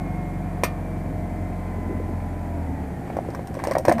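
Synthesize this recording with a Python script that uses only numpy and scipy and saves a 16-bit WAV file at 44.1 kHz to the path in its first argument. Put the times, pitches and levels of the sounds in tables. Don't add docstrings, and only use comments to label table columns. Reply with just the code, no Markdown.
import sys
import numpy as np
from scipy import signal
from scipy.fft import rfft, irfft
from scipy.io import wavfile
from scipy.ndimage import uniform_filter1d, map_coordinates

SR = 44100
rng = np.random.default_rng(int(sys.argv[2]) if len(sys.argv) > 2 else 0)


def put_to_file(sound):
    columns = np.atleast_2d(sound).T
    safe = np.clip(columns, -1, 1)
    whole_steps = np.round(safe * 32767)
    wavfile.write(sys.argv[1], SR, whole_steps.astype(np.int16))


N = 4 * SR

# frequency in Hz, relative level in dB.
SNAP_WASH = [(300, 2), (500, -1), (700, 0), (850, -20), (1010, 3.5), (1150, -7), (1350, -4), (1500, -10),
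             (1760, -8), (2140, -10), (2480, -2), (2830, -24), (3400, -17), (4600, -13.5), (6300, -15),
             (7200, -23), (9100, -13), (10600, -26), (13300, -15), (15000, -24)]
SNAP_TAIL = [(900, -22), (1150, 4.5), (1500, -4), (2400, 1), (2900, -6), (5000, -15), (9000, -30)]
# pitch in Hz, level in dB, fade time in seconds.
CAN_NOTES = [(1020, -37, 0.1), (1085, -37, 0.28), (1192, -36, 0.39), (1250, -43, .3), (1293, -36, 0.14),
             (1810, -35, 0.25), (2130, -30, 0.14), (2140, -41, 0.27), (2396, -35, 0.25), (2455, -32, 0.1),
             (3230, -38, 0.069), (8880, -33, 0.043)]
def snap(start_s=.6352, swell_s=.00065):
    out = np.zeros(N)
    add(out, start_s, pop(db=-7, hz=536, swell_s=swell_s))
    wash = undb(-17.5) * fade(.072) * noise(SNAP_WASH)[:SR // 2]
    tail = undb(-31) * fade(.17) * noise(SNAP_TAIL)[:SR // 2]
    add(out, start_s + swell_s, wash + tail + ring(CAN_NOTES))
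    return out


# start in seconds, pop level in dB, pop pitch in Hz,
# swell time in seconds, crinkle level in dB, tick level in dB.
BUCKLES = [ (3.077, -31, 790, 0.0012, -43, -57), (3.101, -18.5, 714, 0.001, -37, -68),
           (3.1682, -12, 586, 0.00071, -35, -46), (3.188, -12.5, 654, 0.0012, -44, -56),
           (3.249, -29.5, 746, 0.0015, -45, -56), (3.287, -19, 466, 0.0014, -49, -56),
           (3.303, -41, 700, 0.001, -46, -47), (3.337, -26, 714, 0.0014, -57, -53),
           (3.3485, -36, 1010, 0.0005, -33, -41.5), (3.393, -20, 523, 0.00072, -37, -58),
           (3.4723, -35, 730, 0.0014, -45, -40), (3.542, -36, 496, 0.00079, -48, -46),
           (3.551, -29, 597, 0.0012, -37, -47), (3.570, -20.5, 553, 0.0015, -52, -53),
           (3.591, -27, 895, 0.00032, -30.5, -45.5), (3.599, -31, 1010, 0.00053, -33.5, -52),
           (3.6384, -16, 770, 0.00076, -31, -32), (3.650, -19, 780, 0.0012, -32, -43),
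           (3.6714, -11.5, 520, 0.00095, -32.5, -33), (3.684, -14.5, 605, 0.0011, -34, -50),
           (3.711, -13.5, 575, 0.0018, -26.5, -32), (3.693, -30, 905, 0.0014, -51, -48),
           (3.7188, -16, 620, 0.0012, -30, -40.5), (3.725, -28, 1020, 0.0013, -42, -50),
           (3.735, -37, 700, 0.0012, -45, -41), (3.7524, -10, 655, 0.0016, -22, -40.5),
           (3.7675, -6, 637, 0.00092, -52, -67), (3.78, -24, 890, 0.0013, -44, -58),
           (3.783, -21, 594, 0.0022, -34, -29.5), (3.796, -18.5, 576, 0.002, -45, -59),
           (3.804, -24, 590, 0.003, -52, -62), (3.8515, -10.5, 720, 0.0006, -23, -29),
           (3.858, -19, 586, 0.00065, -44, -45), (3.874, -20, 610, 0.0025, -32, -50),
           (3.8823, -3.5, 570, 0.0017, -18.5, -31.5), (3.8895, -11, 355, 0.0015, -31, -39),
           (3.8943, -7.5, 700, 0.0014, -23, -28.5), (3.9, -14, 710, 0.0012, -37, -46),
           (3.908, -32, 820, .0013, -38, -53), (3.9148, -7, 675, 0.0023, -22, -49),
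           (3.923, -9, 644, 0.0019, -43, -33.5), (3.965, -26.5, 687, 0.0057, -44, -64),
           (3.982, -28, 666, 0.0012, -26.5, -40), (3.9935, -14, 710, 0.0016, -36, -41)]
# frequency in Hz, relative level in dB.
CRINKLE = [(700, -14), (1000, 13), (1350, -6.5), (1680, -0.5), (2300, -1.5), (2800, -20), (4000, -23),
           (7000, -36)]
TICK = [(2000, -3), (3500, -5.5), (5500, 4.5), (7200, -6), (8800, 3), (10800, -14), (13300, -3),
        (15000, -15)]
def buckles():
    pops, rim, crinkle_level, tick_level = np.zeros((4, N))
    roughness = unit(np.exp(.21 * wander(900)))
    for start, pop_db, hz, swell_s, crinkle_db, tick_db in BUCKLES:
        add(pops, start, pop(pop_db, hz, swell_s))
        rim_hz = 940 * (1 + .049 * rng.standard_normal())
        add(rim, start, pop(pop_db - 21, rim_hz, swell_s=.0028))
        add(crinkle_level, start, undb(crinkle_db) * fade(.047))
        add(tick_level, start + .00046, undb(tick_db) * fade(.023))
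    crinkles = colour(crinkle_level * roughness * rng.standard_normal(N), CRINKLE)
    ticks = colour(tick_level * roughness * rng.standard_normal(N), TICK)
    return pops + rim + crinkles + ticks + ringing(pops, crinkles)


# pitch in Hz, relative level in dB, fade time in seconds.
AIR_NOTES = [(228, -62, 0.41), (335, -55, 0.045), (580, -85, 0.099), (680, -69.5, 0.32), (1011, -52, 0.097)]
WALL_NOTES = [(1640, -18.5, 0.13), (1780, -31, 0.081), (1886, -23, 0.17), (2090, -26, 0.14),
              (2540, -39, .1)]
def ringing(pops, crinkles):
    air = signal.fftconvolve(pops, ring(AIR_NOTES))
    wall = undb(-29) * signal.fftconvolve(crinkles, ring(WALL_NOTES))
    return (air + wall)[:N]


# start in seconds, level in dB, pitch in Hz, swell time in seconds.
CLACKS = [ (3.713, -30, 1870, 0.0011), (3.7185, -29, 1930, 0.0021), (3.738, -35, 1740, 0.0012),
          (3.7512, -27, 1670, .0007), (3.762, -29, 1850, 0.0014), (3.8945, -15, 1760, 0.0011),
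          (3.9146, -19, 1770, .0007)]
THUMPS = [(3.8832, -15.5, 301, 0.0018), (3.901, -12, 260, 0.0021), (3.932, -23.5, 230, .016)]
def flattening():
    return play_pops(CLACKS + THUMPS)


# time in seconds, level in dB.
CREASING_LEVEL = [(2.95, -77), (3.09, -43.5), (3.22, -49), (3.45, -53), (3.58, -46), (3.68, -37.5),
                  (3.75, -42.5), (3.82, -50), (3.9, -34), (3.95, -34.5), (4.0, -50)]
# frequency in Hz, relative level in dB.
CREASING_TONE = [(300, 10.5), (600, 8), (1050, 0), (1350, -7), (1700, 1), (2300, -9), (2900, -11),
                 (5500, -29), (7200, -26), (8800, -29), (14000, -38)]
def creasing(folds_per_s=770, spread_db=4.5):
    folds = rng.random(N) < folds_per_s / SR
    strength = undb(spread_db * rng.standard_normal(N))
    clicks = folds * strength * np.sign(rng.standard_normal(N))
    return colour(unit(clicks) * undb(curve(CREASING_LEVEL)), CREASING_TONE)


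# frequency in Hz, relative level in dB.
ECHO = [(150, 10), (600, -3), (2000, -3.5), (6000, -0.5), (14000, 2.5)]
def echo_under_car(sound):
    echo = np.zeros(N)
    add(echo, start_s=.004, sound=noise(ECHO)[:SR // 2] * fade(.087))
    return sound + undb(-10) * signal.fftconvolve(sound, echo / np.linalg.norm(echo))[:N]


# time in seconds, firings per second.
SPEED = [(0, 46.75), (.45, 46.3), (1.0, 45.55), (1.25, 44.82), (1.5, 44.98), (1.65, 44.75), (1.8, 44.0),
         (2.05, 43.98), (2.25, 43.65), (2.47, 42.8), (2.6, 41.1), (2.77, 37.85), (3.0, 34.3), (3.3, 33.6),
         (3.5, 33.1), (3.7, 31.9), (4.0, 31.8)]
def engine():
    firing_hz = curve(SPEED)
    firings = np.cumsum(firing_hz * (1 + .0013 * wander(12))) / SR
    return hum_and_whine(firing_hz, firings) + clatter(firings)


STAGES_HZ = [46.4, 43.9, 39.0, 33.8]
# multiple of the firing rate, then its level in dB at each stage.
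HUM = [ (1, -31, -31.5, -38, -44), (2, -32.5, -29.3, -27, -41), (3, -35, -43, -41, -40),
       (3.48, -31.5, -42, -42, -41), (4, -33, -37, -36, -47), (5, -47, -38, -42, -38),
       (6.96, -43, -43, -33.5, -46), (18.37, -66, -48, -47, -60), (19.14, -53, -60, -55, -59),
       (20.58, -54, -52, -49, -60), (21.35, -62, -71, -52, -46.5), (23.8, -55, -57, -55, -45.5),
       (10.48, -51.5, -48, -59, -45.5), (12.15, -51.5, -58, -49, -51), (4.426, -49, -59, -42, -70),
       (5.86, -49.5, -44, -50, -70), (6.31, -48.5, -42.5, -41, -53)]
# (time in seconds, level in dB).
WHINES = [ (13.92, [(.3, -54), (.9, -43), (1.7, -43), (2.45, -45), (2.7, -54)]), (15.52, [(0, -42),
          (1.5, -42), (1.8, -50), (2.3, -54), (2.8, -58)]), (16.24, [(0, -53), (1.8, -49), (2.35, -47),
          (2.56, -39), (2.7, -55)]), (22.98, [(0, -51), (.8, -56), (1.2, -50), (2.2, -47.5), (2.55, -47),
          (2.78, -43.5), (3.05, -52)]), (45.95, [(.2, -50), (.55, -58), (1.05, -59), (1.3, -52.5),
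          (1.75, -52), (2.3, -57), (2.5, -68)]), (50.95, [(.4, -64), (.9, -56), (1.3, -61), (2.55, -68),
          (2.76, -53), (2.95, -60), (3.2, -74)]), (53, [(2.5, -76), (2.8, -60), (3.0, -53), (3.25, -70)])]
def hum_and_whine(firing_hz, firings):
    hum = [(multiple, np.interp(-firing_hz, -np.array(STAGES_HZ), dbs)) for multiple, *dbs in HUM]
    whines = [(multiple, curve(levels)) for multiple, levels in WHINES]
    out = np.zeros(N)
    for multiple, db in hum + whines:
        waver_db = 1.5 * min(multiple / 10, 1) * wander(5.5)
        out += undb(db + waver_db) * np.sin(2 * np.pi * (multiple * firings + rng.random()))
    return out


# frequency in Hz, relative level in dB.
CLATTER_TONE = [(35, -17), (55, -19), (78, 3), (105, 0), (135, -4), (200, -4), (265, -2), (360, -10),
                (470, -16), (560, -16), (720, -13.5), (800, -17), (1020, -25), (1190, -28.5), (1900, -28),
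                (2400, -33), (2800, -44.5), (3400, -47), (4400, -61)]
# time in seconds, bass level in dB, treble level in dB.
CLATTER_LEVEL = [(0, -35.5, -39.5), (.8, -38.5, -40), (1.15, -34, -41), (1.6, -39.5, -40), (1.95, -32, -40),
                 (2.3, -39, -40.5), (2.8, -34, -40.5), (3.3, -37, -42), (4.0, -32.5, -47)]
def clatter(firings, repeat_share=.4, split_hz=387):
    cycle = irfft(np.exp(2j * np.pi * rng.random(513)))
    position = firings / 4 % 1 * len(cycle)
    repeating = unit(map_coordinates(cycle, [position], mode="grid-wrap")) / 2
    mix = np.sqrt(repeat_share) * repeating + np.sqrt(1 - repeat_share) * rng.standard_normal(N)
    rattle = colour(mix, CLATTER_TONE)
    bass = signal.sosfiltfilt(signal.butter(2, split_hz, fs=SR, output="sos"), rattle)
    throb = 1 + .054 * np.cos(2 * np.pi * firings)
    flicker = undb(-.23 * wander(24.66))
    treble = throb * flicker * unit(rattle - bass)
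    return unit(bass) * undb(curve(CLATTER_LEVEL)) + treble * undb(curve(CLATTER_LEVEL, column=2))


# start in seconds, level in dB, pitch in Hz.
KNOCKS = [(1.784, -27, 412), (1.895, -21, 334), (1.908, -23.5, 370), (1.926, -22, 347), (1.984, -26, 242),
          (1.999, -23, 444), (2.09, -23, 336), (2.105, -32, 380)]
def knocks(swell_s=.0025):
    return play_pops([(start, db, hz, swell_s) for start, db, hz in KNOCKS])


# frequency in Hz, relative level in dB.
HISS = [(1760, -45), (3000, -0.5), (3290, -5.5), (3850, -4.5), (4460, -2.5), (5180, -5.5), (7960, -2.5),
        (13800, -6), (14500, -7.5)]
def hiss():
    return undb(-60) * noise(HISS)


def pop(db, hz, swell_s):
    t = np.arange(SR // 10) / SR
    return undb(db) * t / swell_s * np.exp(1 - t / swell_s) * np.sin(2 * np.pi * hz * t)


def play_pops(rows):
    out = np.zeros(N)
    for start, db, hz, swell_s in rows:
        add(out, start, pop(db, hz, swell_s))
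    return out


def ring(notes):
    t = np.arange(SR // 2) / SR
    return sum(undb(db) * fade(fade_s) * np.sin(2 * np.pi * hz * t) for hz, db, fade_s in notes)


def fade(fade_s):
    return np.exp(-np.log(1000) * np.arange(SR // 2) / SR / fade_s)


def colour(sound, tone):
    hz, db = np.array(tone).T
    size = N + SR // 2
    octave = np.log2(np.arange(size // 2 + 1) * SR / size + 1)
    beyond = np.abs(octave - np.clip(octave, np.log2(hz[0]), np.log2(hz[-1])))
    gain = unit(undb(np.interp(octave, np.log2(hz), db) - 60 * beyond))
    return irfft(rfft(sound, size) * gain, size)[:N]


def noise(tone):
    return colour(rng.standard_normal(N), tone)


def wander(steps_per_s):
    width = int(SR / steps_per_s)
    steps = np.repeat(rng.standard_normal(N // width + 1), width)
    return unit(uniform_filter1d(uniform_filter1d(steps, width), width)[:N])


def curve(table, column=1):
    rows = np.array(table)
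    return np.interp(np.arange(N) / SR, rows[:, 0], rows[:, column])


def add(out, start_s, sound):
    i = min(int(start_s * SR), N - 1)
    out[i:i + len(sound)] += sound[:N - i]


def undb(db):
    return 10 ** (np.asarray(db) / 20)


def unit(x):
    return x / np.sqrt(np.mean(x ** 2))


def scene():
    can = snap() + buckles() + flattening() + creasing()
    return (echo_under_car(can) + engine() + knocks() + hiss())[None]


def record(dry):
    return signal.sosfilt(signal.ellip(10, .2, 80, 14800, fs=SR, output="sos"), dry)


dry = scene()
out = record(dry)
put_to_file(out)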